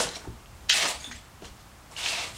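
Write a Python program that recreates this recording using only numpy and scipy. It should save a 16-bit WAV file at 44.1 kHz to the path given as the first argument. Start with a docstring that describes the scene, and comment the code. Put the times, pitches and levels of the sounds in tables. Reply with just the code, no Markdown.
"""Shoes shuffle on broken tile and grit in an empty building, over quiet rumble and hiss.
A drag of the sole is already fading at the start, with soft thuds, then cracks and rattling shards.
The loudest drag comes at 0.7 s, a faint one at 1.4 s and another strong one just after 2 s.
Grit is made of random clicks through many tuned filters; thuds, cracks and shards are short rings.
A small bare room answers them all with a short tail of fading noise."""
import sys
import numpy as np
from scipy import signal
from scipy.fft import rfft, irfft
from scipy.io import wavfile
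from scipy.ndimage import uniform_filter1d

SR = 44100
rng = np.random.default_rng(int(sys.argv[2]) if len(sys.argv) > 2 else 0)


def transcribe(u):
    """Save the signal u as a 16-bit wav file named by the first command-line argument.

    u: samples, shape (n,) or (channels, n), limited to [-1, 1]; the rate is SR.
    q: integer samples, one column per channel.
    """
    v = np.clip(np.atleast_2d(u).T, -1, 1)
    q = np.round(v * 32767).astype(np.int16)
    wavfile.write(sys.argv[1], SR, q)


N = 104869  # length in samples

# How hard the sole grinds during each drag. Each row: time in seconds, grit level in dB, then
# three levels in dB relative to the grit: low rub of the sole, coarse grit, fine treble.
FIRST_DRAG = [(0.0, -25, 6.5, -2, -7), (0.014, -26.5, -8.5, -9, 0.5), (0.086, -43.5, 0, -4, -4.5),
              (0.15, -49, -4.5, 0.5, -5.5), (0.158, -38.5, -16, -8, -10), (0.168, -45, 2.5, -13, 0),
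              (0.196, -53.5, -5, -4, -5), (0.258, -63.5, 12, 4, 3), (0.3, -69, 8, -7, -9)]
LOUDEST_DRAG = [(.686, -45, -33, -8, -25), (.698, -17, -17, -6.5, -10), (.706, -19, -21, -14, -33),
                (.73, -23.5, -37, -5.5, -15), (.745, -26.5, -9, -6, -4.5), (.8, -28, -10, -5, -7),
                (.858, -28, -1.5, -5, -11), (.89, -30.5, -4.5, -4.5, 0), (.94, -40.5, -4, -5.5, -4.5),
                (.98, -50.5, -2, -10, -2), (1.04, -51, -5, 1, 0), (1.108, -54, -11, -5, -2),
                (1.118, -40.5, -20, 1, -12), (1.14, -48, -25, -7, -10), (1.208, -59, -12, -2, -2),
                (1.3, -68, -20, -3, -14)]
FAINT_DRAG = [(1.415, -79, 11, 4, -8), (1.421, -57.5, 0, -5, -11), (1.451, -47.5, 3, -2.5, -4.5),
              (1.473, -52, -8, -11, -9), (1.527, -67, 0, -5, -5), (1.587, -63, -4, -13, -5),
              (1.62, -57, -19, -19, -22)]
LAST_DRAG = [(1.89, -76, 8, 2, -5), (1.92, -56, 7, -7, 1), (1.958, -52.5, -15, 0, -4.5),
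             (1.97, -40, -10, -10, -9), (1.982, -39.5, -9, -3.5, -4.5), (2.068, -28.5, -11.5, -9, -10.5),
             (2.11, -32, -9, -8.5, -5.5), (2.178, -33, -8.5, -5.5, -11.5), (2.278, -39.5, -3, -6.5, -6),
             (2.326, -51, -1, -1, -2), (2.378, -47, -8, -10, -0.5)]

# Tone colour of the grit on each patch of floor. Each row: frequency in Hz, relative level in dB per Hz.
FIRST_PATCH = [(150, 0.5), (300, -0.5), (506, 2), (1130, -2), (1400, -12), (2420, -17), (2900, -3.5),
               (3680, -6.5), (7620, -7), (10000, -15), (12500, -44), (15500, -40)]
LOUDEST_PATCH = [(150, -12.5), (400, -10.5), (585, -2), (1190, -3.5), (1350, -11), (1740, -2.5),
                 (2500, -2.5), (3610, -1), (6000, -6), (8660, -7.5), (11500, -23.5), (14000, -25),
                 (15500, -30)]
LAST_PATCH = [(150, -27), (506, -10.5), (742, -4.5), (1560, -12), (2300, -7), (2750, -3), (3200, -4),
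              (3800, -3), (6000, -8), (8200, -10.5), (12000, -26.5), (15500, -36)]

# Tone colour of the rumble and hiss. Each row: frequency in Hz, relative level in dB per Hz.
AIR_COLOUR = [(20, -22), (40, -5.5), (64, -2.5), (120, -8), (289, -17.5), (478, -20.5), (800, -18),
              (1230, -19), (1700, -23.5), (4000, -29), (8000, -31), (12000, -36.5), (15500, -39)]

# Soft heel and toe thuds. Each row: start in seconds, level in dB, pitch in Hz,
# time to fade by 60 dB in seconds.
HEEL_TOE_THUDS = [(.003, -20.5, 501, 0.048), (.012, -24.5, 651, 0.077), (.055, -30, 170, 0.062),
                  (0.2746, -27.5, 360, 0.036), (.284, -28.5, 96, 0.11), (.302, -31, 101, 0.076),
                  (.335, -42.5, 219, 0.084), (.355, -38.5, 73, 0.087), (0.531, -40, 79, 0.099),
                  (1.075, -41.5, 264, 0.094), (1.098, -39.5, 240, 0.12), (1.151, -39.5, 76.6, 0.08),
                  (1.4223, -33, 406, 0.032), (1.426, -37, 643, 0.033), (1.431, -39.5, 187, 0.057),
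                  (1.456, -40, 198, 0.035), (1.512, -40, 70, 0.11)]

# Pieces that crack or tick. Each row: start in seconds, level in dB, pitch in Hz,
# time to fade by 60 dB in seconds.
CRACKING_PIECES = [(0.0898, -25.5, 4090, 0.017), (.114, -43, 3730, .008), (0.158, -29, 4030, 0.016),
                   (.165, -30.5, 2300, 0.012), (.168, -36.5, 640, 0.039), (.218, -33, 1500, .006),
                   (.071, -25, 1010, 0.01), (.2512, -32.5, 700, .005), (.254, -36.5, 876, 0.026),
                   (.459, -35.5, 3000, 0.0033), (0.6947, -11.5, 3880, 0.011), (0.697, -10, 4600, 0.01),
                   (.7, -6, 3000, 0.0059), (.712, -16, 3800, 0.017), (0.75, -21, 2640, .01),
                   (1.0435, -30.5, 3500, 0.026), (1.049, -36, 750, 0.0087), (1.1137, -25, 1640, 0.0048),
                   (1.4234, -36, 2700, .004), (1.446, -37, 2880, 0.015), (1.4546, -32, 4020, .004),
                   (1.9142, -39, 5530, .006), (2.007, -25, 2800, 0.015), (2.039, -25, 3600, .012),
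                   (2.06, -16.5, 3040, .012), (2.063, -17, 2520, .012), (2.0873, -13.5, 3560, 0.0029),
                   (2.139, -27, 2710, .01)]

# Loose shards that rattle. Each row: start in seconds, length in seconds, pitch in Hz,
# average (rms) level in dB, time to fade by 60 dB in seconds.
LOOSE_SHARDS = [(.125, 0.044, 4040, -48.5, .015), (.152, 0.024, 5500, -44, 0.025),
                (0.7, 0.027, 3130, -26, 0.033), (0.929, 0.03, 4530, -48, .03),
                (1.002, 0.085, 6550, -49.5, 0.027), (1.005, 0.022, 4700, -51, .03),
                (1.043, 0.059, 3520, -45.5, 0.028), (1.048, .055, 8870, -55, .03),
                (1.107, 0.039, 6550, -52, 0.035), (1.116, 0.038, 1930, -47, 0.015),
                (1.159, 0.034, 7600, -55, .04), (1.179, 0.023, 3370, -56, .03),
                (1.238, 0.016, 7480, -65, .04), (1.965, 0.14, 2860, -43.5, 0.017),
                (2.033, 0.054, 3700, -41.5, .02), (2.054, 0.22, 2620, -40.5, 0.015)]

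GRAINS_PER_S, GRAIN_SCATTER_DB, FLUTTER_DB = 2500, 1.5, 1
SHARED = 0.38  # weight of the clicks that all grain sizes have in common
AIR_DB = -49
SNAP_DB = -10
RATTLE_PER_S, RATTLE_SCATTER_DB = 700, 1.6
ROOM_T60_S, ROOM_DB, ROOM_HZ = 0.3, -11.5, 5100
TOP_HZ = 15750


def undb(db):
    """Turn decibels into a plain multiplier."""
    return 10 ** (np.asarray(db) / 20)


def rms1(x):
    """Scale a sound to an average (rms) level of 1."""
    return x / np.sqrt(np.mean(x ** 2))


def mode(x, hz, t60):
    """One fading ring: each click in x starts a sine at hz that drops 60 dB in t60 seconds."""
    pole = np.exp(2j * np.pi * hz / SR - np.log(1000) / (t60 * SR))
    return signal.lfilter([1], [1, -pole], x).imag


def spectrum(table, hz):
    """Read a tone colour at any frequency, with straight lines over log frequency."""
    table_hz, db = np.array(table).T
    return np.interp(np.log(hz), np.log(table_hz), db)


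def walk(rate):
    """A wandering level: a new random value rate times a second, joined by ramps, spread about 1."""
    hold = int(SR / rate)
    steps = np.repeat(rng.standard_normal(N // hold + 1), hold)
    return rms1(uniform_filter1d(steps, hold))[:N]


def clicks(n, rate, scatter_db):
    """Clicks at random times with random sign, a few of them larger."""
    chance = rng.random(n)
    sign = np.sign(rng.standard_normal(n))
    size = undb(scatter_db * rng.exponential(size=n))
    # the steep slope makes nearly every click either full or absent
    return np.clip((rate / SR - chance) * 2000, 0, 1) * sign * size


def peak_filter(x, hz, q):
    """Keep a narrow band around hz; a higher q is narrower."""
    return signal.lfilter(*signal.iirpeak(hz, q, SR), x)


def grains(hz):
    """Grains of every size click; each size rings a few cycles at its own pitch."""
    common = rms1(clicks(N, GRAINS_PER_S, GRAIN_SCATTER_DB))
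    streams = []
    for _ in range(6):
        own = rms1(clicks(N, GRAINS_PER_S, GRAIN_SCATTER_DB))
        streams.append(SHARED * common + (1 - SHARED) * own)
    bands = []
    for k, pitch in enumerate(hz):
        ringing = peak_filter(streams[k % 6], pitch, 5.6)
        bands.append(rms1(peak_filter(ringing, pitch, 7.7)))
    return np.array(bands)


def drag(curve, colour, hz, bed):
    """The sole presses the grains as hard as its curve says, in the colour of this patch of floor."""
    points = np.array(curve)
    first, last = int(points[0, 0] * SR), min(int(points[-1, 0] * SR) + 1, N)
    t = np.arange(first, last) / SR
    grit, rub, coarse, fine = (np.interp(t, points[:, 0], points[:, k]) for k in range(1, 5))
    # the bands widen with pitch, so each gets more power than its level per Hz
    band_db = spectrum(colour, hz) + 10 * np.log10(hz)
    # four groups of bands: rub, coarse grit, main grit, fine treble
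    group = np.searchsorted([1350, 2450, 6800], hz)
    # each group's loudness is set from the bands between these limits in Hz
    limits = [(350, 1300), (1400, 2400), (2500, 6500), (7000, 14000)]
    out = np.zeros(N)
    for g, relative_db in enumerate((rub, coarse, 0, fine)):
        low, high = limits[g]
        power = np.sum(undb(2 * band_db[(hz > low) & (hz < high)]))
        weight = undb(band_db[group == g]) / np.sqrt(power)
        out[first:last] += weight @ bed[group == g, first:last] * undb(grit + relative_db)
    return out


def air():
    """Coloured noise split near 100 Hz: a wavering rumble below and a slightly wavering hiss above."""
    f = np.fft.rfftfreq(N, 1 / SR) + 1
    noise = rfft(rng.standard_normal(N)) * undb(spectrum(AIR_COLOUR, f)) * (f > 18)
    low = 1 / (1 + (f / 100.0) ** 2)
    rumble = irfft(noise * low, N) * undb(1.2 * walk(7.84))
    hiss = irfft(noise * (1 - low), N) * undb(0.78 * walk(5.22))
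    return undb(AIR_DB) * rms1(rumble + hiss)


def thuds():
    """Soft pushes into the floor; each spot answers at its own low pitch, with a weaker overtone."""
    n = 8000
    out, push = np.zeros(N + n), np.zeros(n)
    push[0] = -1
    for start, db, hz, t60 in HEEL_TOE_THUDS:
        i = int(start * SR)
        ring = mode(push, hz, t60) + 0.21 * mode(push, 1.7 * hz, 0.63 * t60)
        out[i:i + n] += undb(db) * ring
    return uniform_filter1d(out[:N], size=24)  # averaging neighbours softens the edges


def cracks():
    """A piece breaks or jumps: a sharp snap of noise and a brief ring with an overtone."""
    n, snap_n = 3000, 400
    out, click = np.zeros(N), np.zeros(n)
    click[0] = 1
    snap_fade = np.exp(-np.arange(snap_n) / 60)
    for start, db, hz, t60 in CRACKING_PIECES:
        i = int(start * SR)
        piece = mode(click, hz, t60) + 0.2 * mode(click, 1.44 * hz, 1.4 * t60)
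        puff = rng.standard_normal(snap_n) * snap_fade
        piece[:snap_n] += undb(SNAP_DB) * mode(puff, hz, 0.001) / 4
        # remove what lies well below the pitch
        thin = signal.lfilter(*signal.butter(2, 0.34 * hz, "high", fs=SR), piece)
        out[i:i + n] += undb(db) * thin
    return out


def shards():
    """A loose shard chatters on the floor and rings at a close pair of pitches."""
    n = SR // 3
    out, t = np.zeros(N + n), np.arange(n) / SR
    for start, length, hz, db, t60 in LOOSE_SHARDS:
        i = int(start * SR)
        taps = clicks(n, RATTLE_PER_S, RATTLE_SCATTER_DB)
        taps[0] = 1.8  # a sure first knock
        taps = taps * np.clip(1 - (t / length) ** 3, 0, 1)
        ring = mode(taps, hz, t60) + 0.37 * mode(taps, 1.03 * hz, 0.76 * t60)
        out[i:i + n] += undb(db) * ring / np.sqrt(np.sum(ring ** 2) / (length * SR))
    return out[:N]


def room(x):
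    """Bare walls send back many echoes: a short fading noise tail, duller than the source."""
    t = np.arange(SR // 2) / SR
    tail = rng.standard_normal(len(t)) * undb(-60 * t / ROOM_T60_S) * (t > .003)
    tail = signal.lfilter(*signal.butter(1, ROOM_HZ, fs=SR), tail)
    tail = tail / np.sqrt(np.sum(tail ** 2))
    return x + undb(ROOM_DB) * signal.fftconvolve(x, tail)[:N]


def scene():
    """Four drags over one bed of grains, with thuds, cracks and shards in the room, plus air."""
    hz = np.geomspace(160, 15300, num=44)  # pitches of the grain sizes
    bed = grains(hz) * undb(FLUTTER_DB * walk(59.92))
    grit = drag(FIRST_DRAG, FIRST_PATCH, hz, bed)
    grit += drag(LOUDEST_DRAG, LOUDEST_PATCH, hz, bed)
    grit += drag(FAINT_DRAG, FIRST_PATCH, hz, bed)
    grit += drag(LAST_DRAG, LAST_PATCH, hz, bed)
    steps = grit + thuds() + cracks() + shards()
    return (room(steps) + air())[None]


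def record(dry):
    """The recorder cuts the top: a steep filter removes nearly everything above TOP_HZ."""
    return signal.sosfilt(signal.ellip(10, .2, 80, TOP_HZ, fs=SR, output="sos"), dry)


dry = scene()
out = record(dry)
transcribe(out)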